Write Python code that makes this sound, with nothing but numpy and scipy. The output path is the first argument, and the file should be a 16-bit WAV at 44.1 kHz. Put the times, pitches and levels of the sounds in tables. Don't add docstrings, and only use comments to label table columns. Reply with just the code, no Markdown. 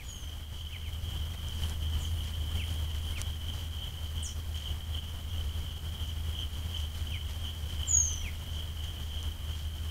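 import sys
import numpy as np
from scipy import signal
from scipy.fft import rfft, irfft
from scipy.io import wavfile

SR = 44100
rng = np.random.default_rng(int(sys.argv[2]) if len(sys.argv) > 2 else 0)


def output_pcm(signal):
    pcm = np.clip(np.atleast_2d(signal).T, -1, 1) * 32767
    wavfile.write(sys.argv[1], SR, np.round(pcm).astype(np.int16))


N = 436590
TIME = np.arange(N) / SR

# (time [s], level [dB])
BACKGROUND_LEVEL = [(0.0, -58.5), (0.55, -59.5), (1.62, -55.5), (2.81, -55.5), (3.53, -57), (7.58, -56.5),
                    (8.02, -55), (8.55, -57.5), (9.9, -57)]
# (multiple of the engine rate [-], relative level [dB])
ENGINE_ORDERS = [(2.5, -19), (3, -.5), (4, -21), (5, -23), (6, -26), (8, -31), (9, -35), (12, -39)]
# (frequency [Hz], density [dB per Hz])
RUMBLE_SPECTRUM = [(4.7, -47), (8.0, -3), (27, -2), (82, 0), (103, -5.5), (163, -16.5), (400, -36),
                   (520, -43), (880, -120)]
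# (frequency [Hz], density [dB per Hz])
HISS_SPECTRUM = [(100, -9), (160, -5.5), (350, -14), (1000, -16.5), (2500, -21), (3800, -23.5),
                 (8000, -26.5), (14500, -26), (15700, -29)]
FLUTTER_PARTS = [(1, .07), (2.0, .04), (3, .2), (4, .07), (6, .11), (16, .05)]
# (frequency [Hz], ring T60 [s], mean pulse rate [1/s], relative level [dB])
CRICKET_SINGERS = [(2934, 0.014, 55, -10.5), (3073, 0.022, 57, -2.5), (3143, 0.042, 74, -6),
                   (3226, 0.061, 68, -7.5), (3266, 0.012, 90, -11.5)]
# (frequency [Hz], width of each resonance pass [Hz], level relative to the chorus [dB])
UPPER_BANDS = [(6000, 480, -23), (6500, 240, -25)]
# (swell rate [1/s], time of one crest [s], strength [-])
CHORUS_GROUPS = [(2.74, 4.948, 0.28), (2.859, 5.019, 0.32), (2.578, 4.969, 0.23), (2.299, 5.101, 0.16),
                 (2.475, 5.079, 0.14)]
# (time [s], added strength [-])
CHORUS_SURGES = [(.63, 0.38), (2.05, 0.25), (3.07, .2), (4.19, 0.32), (4.59, 0.32), (5.74, 0.27),
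                 (6.39, 0.45), (6.79, 0.74), (7.47, 0.27), (7.89, 0.28), (8.16, 0.4), (8.57, 0.33),
                 (8.85, 0.4), (9.14, .6)]
# (time [s], length [s], level [dB], lead-in level [dB])
BIRD_CHIPS = [(-.018, 0.046, -52, -60), (0.72, 0.048, -46, -60), (0.837, .055, -52.5, -66),
              (2.589, 0.051, -43, -56), (3.153, .045, -44.5, -54), (7.11, 0.068, -45.5, -63),
              (8.235, 0.062, -43.5, -58)]
# (time [s], peak level [dB], fade [dB/s])
BIRD_WHISTLES = [(.042, -50.5, 90), (7.886, -23.5, 122)]
# (time [s], length [s], first frequency [Hz], last frequency [Hz], level [dB])
BIRD_SQUEAKS = [(1.981, .04, 8900, 6300, -57), (1.998, 0.039, 8700, 6500, -52),
                (2.03, 0.033, 7000, 6000, -56), (4.223, .064, 9300, 5150, -45),
                (4.228, .016, 9460, 9660, -49), (7.868, .025, 7500, 7370, -47)]
# (multiple of its pitch [-], level [dB])
THIN_HARMONICS = [(6, -74), (7, -70), (8, -77), (9, -71), (10, -72), (11, -78)]
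# (time [s], length [s], level [dB])
KATYDID_BUZZES = [(.07, .16, -68), (1.585, 0.12, -61), (1.998, 0.27, -63), (2.53, .22, -62.5),
                  (3.006, 0.15, -62)]
# (frequency [Hz], width of each resonance pass [Hz], relative level [dB])
WING_RESONANCES = [(9650, 900, 2.5), (10300, 350, 5), (11800, 2000, -4)]
# (time [s], length [s], level [dB])
RUSTLES = [(1.33, 0.028, -55), (1.495, 0.048, -59), (1.568, 0.16, -57.5), (2.225, 0.093, -53.5),
           (2.656, 0.098, -56), (2.943, 0.046, -55), (3.17, 0.057, -50), (3.53, 0.07, -65),
           (4.526, 0.15, -57.5), (6.743, 0.084, -54), (6.914, 0.11, -58), (7.273, 0.067, -58),
           (7.678, 0.1, -58), (8.82, 0.068, -60), (9.513, .13, -58)]
# (frequency [Hz], relative level [dB])
LEAF_SPECTRUM = [(1500, -11), (2500, -5), (4500, -4.5), (6300, -3), (8500, -7), (12000, -14)]
# (time [s], relative peak level [dB], extra level of modes above 8 kHz [dB])
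TWIG_SNAPS = [(1.4854, -35.5, -1), (1.6965, -33, -6), (3.2162, -24.5, 2), (6.0766, -41, -8),
              (8.133, -33, -0.5), (8.8433, -39, -5), (9.2292, -34.5, -6), (9.5721, -42, -3.0)]
# (frequency [Hz], relative level [dB], T60 [s])
TWIG_MODES = [(1450, -16, .01), (4600, -16, .004), (6100, -1.5, .006), (7200, -1.5, .006), (9200, -3, .006),
              (10600, -5, .005)]

ENGINE_HZ, FLUTTER_HZ = 26.24, 24.83
HUM_OVER_DB, HUM_FOLLOWS, HUM_START_DB, HUM_RISE_S = 19.5, 1.8, -27, 0.13
CHORUS_LOW_HZ, CHORUS_HIGH_HZ = 2838, 3430
CHORUS_OVER_DB, CHORUS_BED, CHIRP_SHARPNESS = 10.5, 0.54, 3.4
SURGE_SPREAD_S = 0.034
WHISTLE_FROM_HZ, WHISTLE_TO_HZ, WHISTLE_SAG_S, WHISTLE_S = 7020, 4955, 0.38, 0.35
WHISTLE_ATTACK_S, WHISTLE_ONSET_DB = 0.059, -13.5
CHIP_FROM_HZ, CHIP_TO_HZ, CHIP_BEND = 3000, 1985, 0.584
LEAD_IN_FROM_HZ, LEAD_IN_TO_HZ, LEAD_IN_BEND, LEAD_IN_S = 2100, 2300, 0.4, 0.027
SQUEAK_BEND = 1.8
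THIN_HZ, THIN_EVERY_S, THIN_FIRST_S, THIN_S, THIN_HISS_DB = 666.5, 0.499, 0.025, 0.11, -65.5
TEETH_PER_S = 312.3
CRACKLES_PER_S, LEAF_BANDS, LITTER_BED_DB = 3500, 14, -62.0
FOREST_T60_S, FOREST_DB, CHORUS_FOREST_DB = 0.27, -0.5, -6.5
CUTOFF_HZ = 15700


def from_db(db):
    return 10 ** (np.asarray(db) / 20)


def rms_one(x):
    return x / np.sqrt(np.mean(x ** 2) + 1e-20)


def background_level():
    s, level_db = np.transpose(BACKGROUND_LEVEL)
    return np.interp(TIME, s, level_db)


def drift(rate_hz):
    step = 40
    r = np.exp(-2 * np.pi * rate_hz * step / SR)
    noise = rng.standard_normal(N // step + 2002)
    slow = signal.lfilter([1], [1, -2 * r, r * r], noise)[2000:]
    return np.interp(np.arange(N) / step, np.arange(len(slow)), rms_one(slow))


def ring(clicks, hz, t60):
    r, w = from_db(-60 / (t60 * SR)), 2 * np.pi * hz / SR
    return signal.lfilter([0, np.sin(w)], [1, -2 * r * np.cos(w), r * r], clicks + 1e-18)


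def resonance(x, hz, width_hz):
    r = np.exp(-np.pi * width_hz / SR)
    poles = [1, -2 * r * np.cos(2 * np.pi * hz / SR), r * r]
    return signal.lfilter([(1 - r * r) / 2, 0, (r * r - 1) / 2], poles, x)


def double_resonance(x, hz, width_hz):
    return resonance(resonance(x, hz, width_hz), hz, width_hz)


def coloured(spectrum):
    hz, level_db = np.transpose(spectrum)
    log_hz = np.log(np.linspace(1, SR / 2, N // 2 + 1))
    gain = from_db(np.interp(log_hz, np.log(hz), level_db))
    return rms_one(irfft(rfft(rng.standard_normal(N)) * gain, N))


def pulse_train(per_s):
    turns = np.floor(np.cumsum(per_s / SR) + rng.random())
    return np.diff(turns, prepend=0.).clip(0, 1)


def forest(x, tail_db):
    t = TIME[:round(FOREST_T60_S * SR)]
    tail = rng.standard_normal(len(t)) * from_db(-60 * t / FOREST_T60_S)
    tail = tail * np.clip(t / 0.008, 0, 1)
    tail = signal.sosfilt(signal.butter(1, 5000, "high", fs=SR, output="sos"), tail)
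    tail = tail / np.sqrt(np.sum(tail ** 2))
    return x + from_db(tail_db) * signal.fftconvolve(x, tail)[:N]


def engine_hum(waver, level_db):
    turns = 2 * np.pi * ENGINE_HZ * TIME
    hum = 0
    for order, order_db in ENGINE_ORDERS:
        phase = order * turns + 0.8 * drift(3.3) + 2 * np.pi * rng.random()
        hum = hum + from_db(order_db + 0.51 * drift(4.8)) * np.sin(phase)
    mean_db = level_db.mean()
    hum_db = mean_db + HUM_OVER_DB + HUM_FOLLOWS * (level_db - mean_db)
    hum_db = hum_db + HUM_START_DB * np.exp(-TIME / HUM_RISE_S)
    return np.sqrt(2) * from_db(hum_db + 1.0 * waver + 1.0 * drift(2.6)) * hum


def rumble_and_hiss(waver, level_db):
    flutter = 1
    for multiple, depth in FLUTTER_PARTS:
        flutter = flutter + depth * np.sin(2 * np.pi * (multiple * FLUTTER_HZ * TIME + rng.random()))
    hiss = from_db(6.5) * coloured(HISS_SPECTRUM)
    treble = signal.sosfiltfilt(signal.butter(1, 5000, "high", fs=SR, output="sos"), hiss)
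    rumble = from_db(16.0) * coloured(RUMBLE_SPECTRUM)
    low = (hiss - treble + rumble) * from_db(1.37 * waver)
    return from_db(level_db) * (low + treble * flutter * from_db(0.8 * waver))


def background(waver):
    level_db = background_level()
    return engine_hum(waver, level_db) + rumble_and_hiss(waver, level_db)


def chorus_swell():
    swell = CHORUS_BED
    for per_s, crest_s, strength in CHORUS_GROUPS:
        cycle = np.cos(2 * np.pi * per_s * (TIME - crest_s))
        swell = swell + strength * np.exp(CHIRP_SHARPNESS * (cycle - 1))
    for s, strength in CHORUS_SURGES:
        swell = swell + strength * np.exp(-0.5 * ((TIME - s) / SURGE_SPREAD_S) ** 2)
    return swell


def crickets():
    stroke = np.hanning(round(0.0097 * SR))
    chorus = 0
    for hz, t60, per_s, level_db in CRICKET_SINGERS:
        strokes = np.convolve(pulse_train(per_s * (1 + 0.08 * drift(3))), stroke)[:N]
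        song = ring((strokes + 0.33) * rng.standard_normal(N), hz, t60)
        chorus = chorus + from_db(level_db + 2.3 * drift(8.6)) * rms_one(song)
    band = signal.butter(3, (CHORUS_LOW_HZ, CHORUS_HIGH_HZ), "band", fs=SR, output="sos")
    chorus = forest(signal.sosfilt(band, chorus), CHORUS_FOREST_DB)
    upper = 0
    for hz, width, level_db in UPPER_BANDS:
        song = double_resonance(rng.standard_normal(N), hz, width)
        upper = upper + from_db(level_db + 2.0 * drift(9.4)) * rms_one(song)
    gain = from_db(background_level() + CHORUS_OVER_DB)
    return gain * chorus_swell() * (rms_one(chorus) + upper)


def glide(s, length, from_hz, to_hz, bend, level_db):
    out = np.zeros(N)
    at = np.arange(max(round(s * SR), 0), round((s + length) * SR))
    part = np.clip((TIME[at] - s) / length, 0, 1)
    hz = from_hz + (to_hz - from_hz) * np.expm1(-bend * part) / np.expm1(-bend)
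    envelope = np.abs(np.sin(np.pi * part)) ** 0.49
    out[at] = np.sqrt(2) * from_db(level_db) * envelope * np.sin(2 * np.pi * np.cumsum(hz) / SR)
    return out


def chips_and_squeaks():
    notes = 0
    for s, length, level_db, lead_in_db in BIRD_CHIPS:
        notes = notes + glide(s, length, CHIP_FROM_HZ, CHIP_TO_HZ, CHIP_BEND, level_db)
        notes = notes + glide(s - LEAD_IN_S, LEAD_IN_S, LEAD_IN_FROM_HZ, LEAD_IN_TO_HZ,
                              LEAD_IN_BEND, lead_in_db)
    for s, length, from_hz, to_hz, level_db in BIRD_SQUEAKS:
        notes = notes + glide(s, length, from_hz, to_hz, SQUEAK_BEND, level_db)
    return notes * from_db(3.0 * drift(90))


def whistles():
    out = 0
    for s, peak_db, fade_db in BIRD_WHISTLES:
        age = (TIME - s).clip(0)
        hz = WHISTLE_TO_HZ + (WHISTLE_FROM_HZ - WHISTLE_TO_HZ) * np.exp(-age / WHISTLE_SAG_S)
        phase = 2 * np.pi * np.cumsum(hz) / SR
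        attack_db = np.interp(age, [0, WHISTLE_ATTACK_S], [WHISTLE_ONSET_DB, 0])
        level_db = peak_db + attack_db - fade_db * (age - WHISTLE_ATTACK_S).clip(0)
        edge = np.interp(TIME - s, [-0.006, 0, WHISTLE_S, WHISTLE_S + 0.007], [0, 1, 1, 0])
        out = out + np.sqrt(2) * edge * from_db(level_db + 2.3 * drift(51)) * np.sin(phase)
        out = out + edge * from_db(0.5 * level_db - 47) * np.sin(2 * phase)
    return out


def birds():
    return chips_and_squeaks() + whistles()


def thin_buzz():
    age = (TIME - THIN_FIRST_S) % THIN_EVERY_S
    gate = np.interp(age, [0, 0.015, THIN_S - 0.015, THIN_S], [0, 1, 1, 0])
    tone = 0
    for multiple, level_db in THIN_HARMONICS:
        tone = tone + from_db(level_db) * np.sin(2 * np.pi * (multiple * THIN_HZ * TIME + rng.random()))
    puff = rms_one(resonance(rng.standard_normal(N), 5700, 4000))
    return gate * from_db(2.0 * drift(4.8)) * (np.sqrt(2) * tone + from_db(THIN_HISS_DB) * puff)


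def katydid():
    gate = 0
    for s, length, level_db in KATYDID_BUZZES:
        edges = [s, s + 0.013, s + length - 0.01, s + length]
        gate = gate + from_db(level_db) * np.interp(TIME, edges, [0, 1, 1, 0])
    teeth = pulse_train(TEETH_PER_S * (1 + 0.003 * drift(8)))
    teeth = teeth + 0.22 * np.convolve(teeth, np.hanning(40))[:N] * rng.standard_normal(N)
    buzz = 0
    for hz, width, level_db in WING_RESONANCES:
        buzz = buzz + from_db(level_db) * double_resonance(teeth, hz, width)
    return gate * rms_one(buzz)


def leaf_rustle():
    sizes = from_db(3.6 * np.minimum(rng.exponential(1, N), 4)) * rng.choice([-1, 1], N)
    born = rng.random(N) < CRACKLES_PER_S / SR * from_db(3.0 * drift(25))
    band_of_grain = rng.integers(0, LEAF_BANDS, N)
    leaf_hz, leaf_db = np.transpose(LEAF_SPECTRUM)
    leaves = 0
    for band, hz in enumerate(np.geomspace(leaf_hz[0], leaf_hz[-1], LEAF_BANDS)):
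        grains = ring(sizes * born * (band_of_grain == band), hz, 4.0 / hz)
        leaves = leaves + from_db(np.interp(hz, leaf_hz, leaf_db)) * rms_one(grains)
    stir = 0
    for s, length, level_db in RUSTLES:
        edges = [s, s + 0.19 * length, s + 0.91 * length, s + length]
        stir = stir + from_db(level_db) * np.interp(TIME, edges, [0, 1, 1, 0])
    return (stir + from_db(LITTER_BED_DB)) * rms_one(leaves)


def twig_snaps():
    soft = signal.butter(4, 12000, fs=SR, output="sos")
    s, peak_db, treble_db = np.transpose(TWIG_SNAPS)
    out = 0
    for hz, level_db, t60 in TWIG_MODES:
        clicks = np.zeros(N)
        clicks[(s * SR).astype(int)] = from_db(peak_db + level_db - 0.5 + treble_db * (hz > 8000))
        out = out + ring(signal.sosfilt(soft, clicks), hz, t60)
    return out


def litter():
    return leaf_rustle() + twig_snaps()


def scene():
    waver = 0.96 * drift(18.7) + 0.6 * drift(5.9)
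    wavering = background(waver) + from_db(1.2 * waver) * crickets()
    among_trees = forest(birds() + katydid(), FOREST_DB)
    return (wavering + among_trees + thin_buzz() + litter())[None]


def record(dry):
    return signal.sosfilt(signal.ellip(20, 0.3, 80, CUTOFF_HZ, fs=SR, output="sos"), dry)


dry = scene()
out = record(dry)
output_pcm(out)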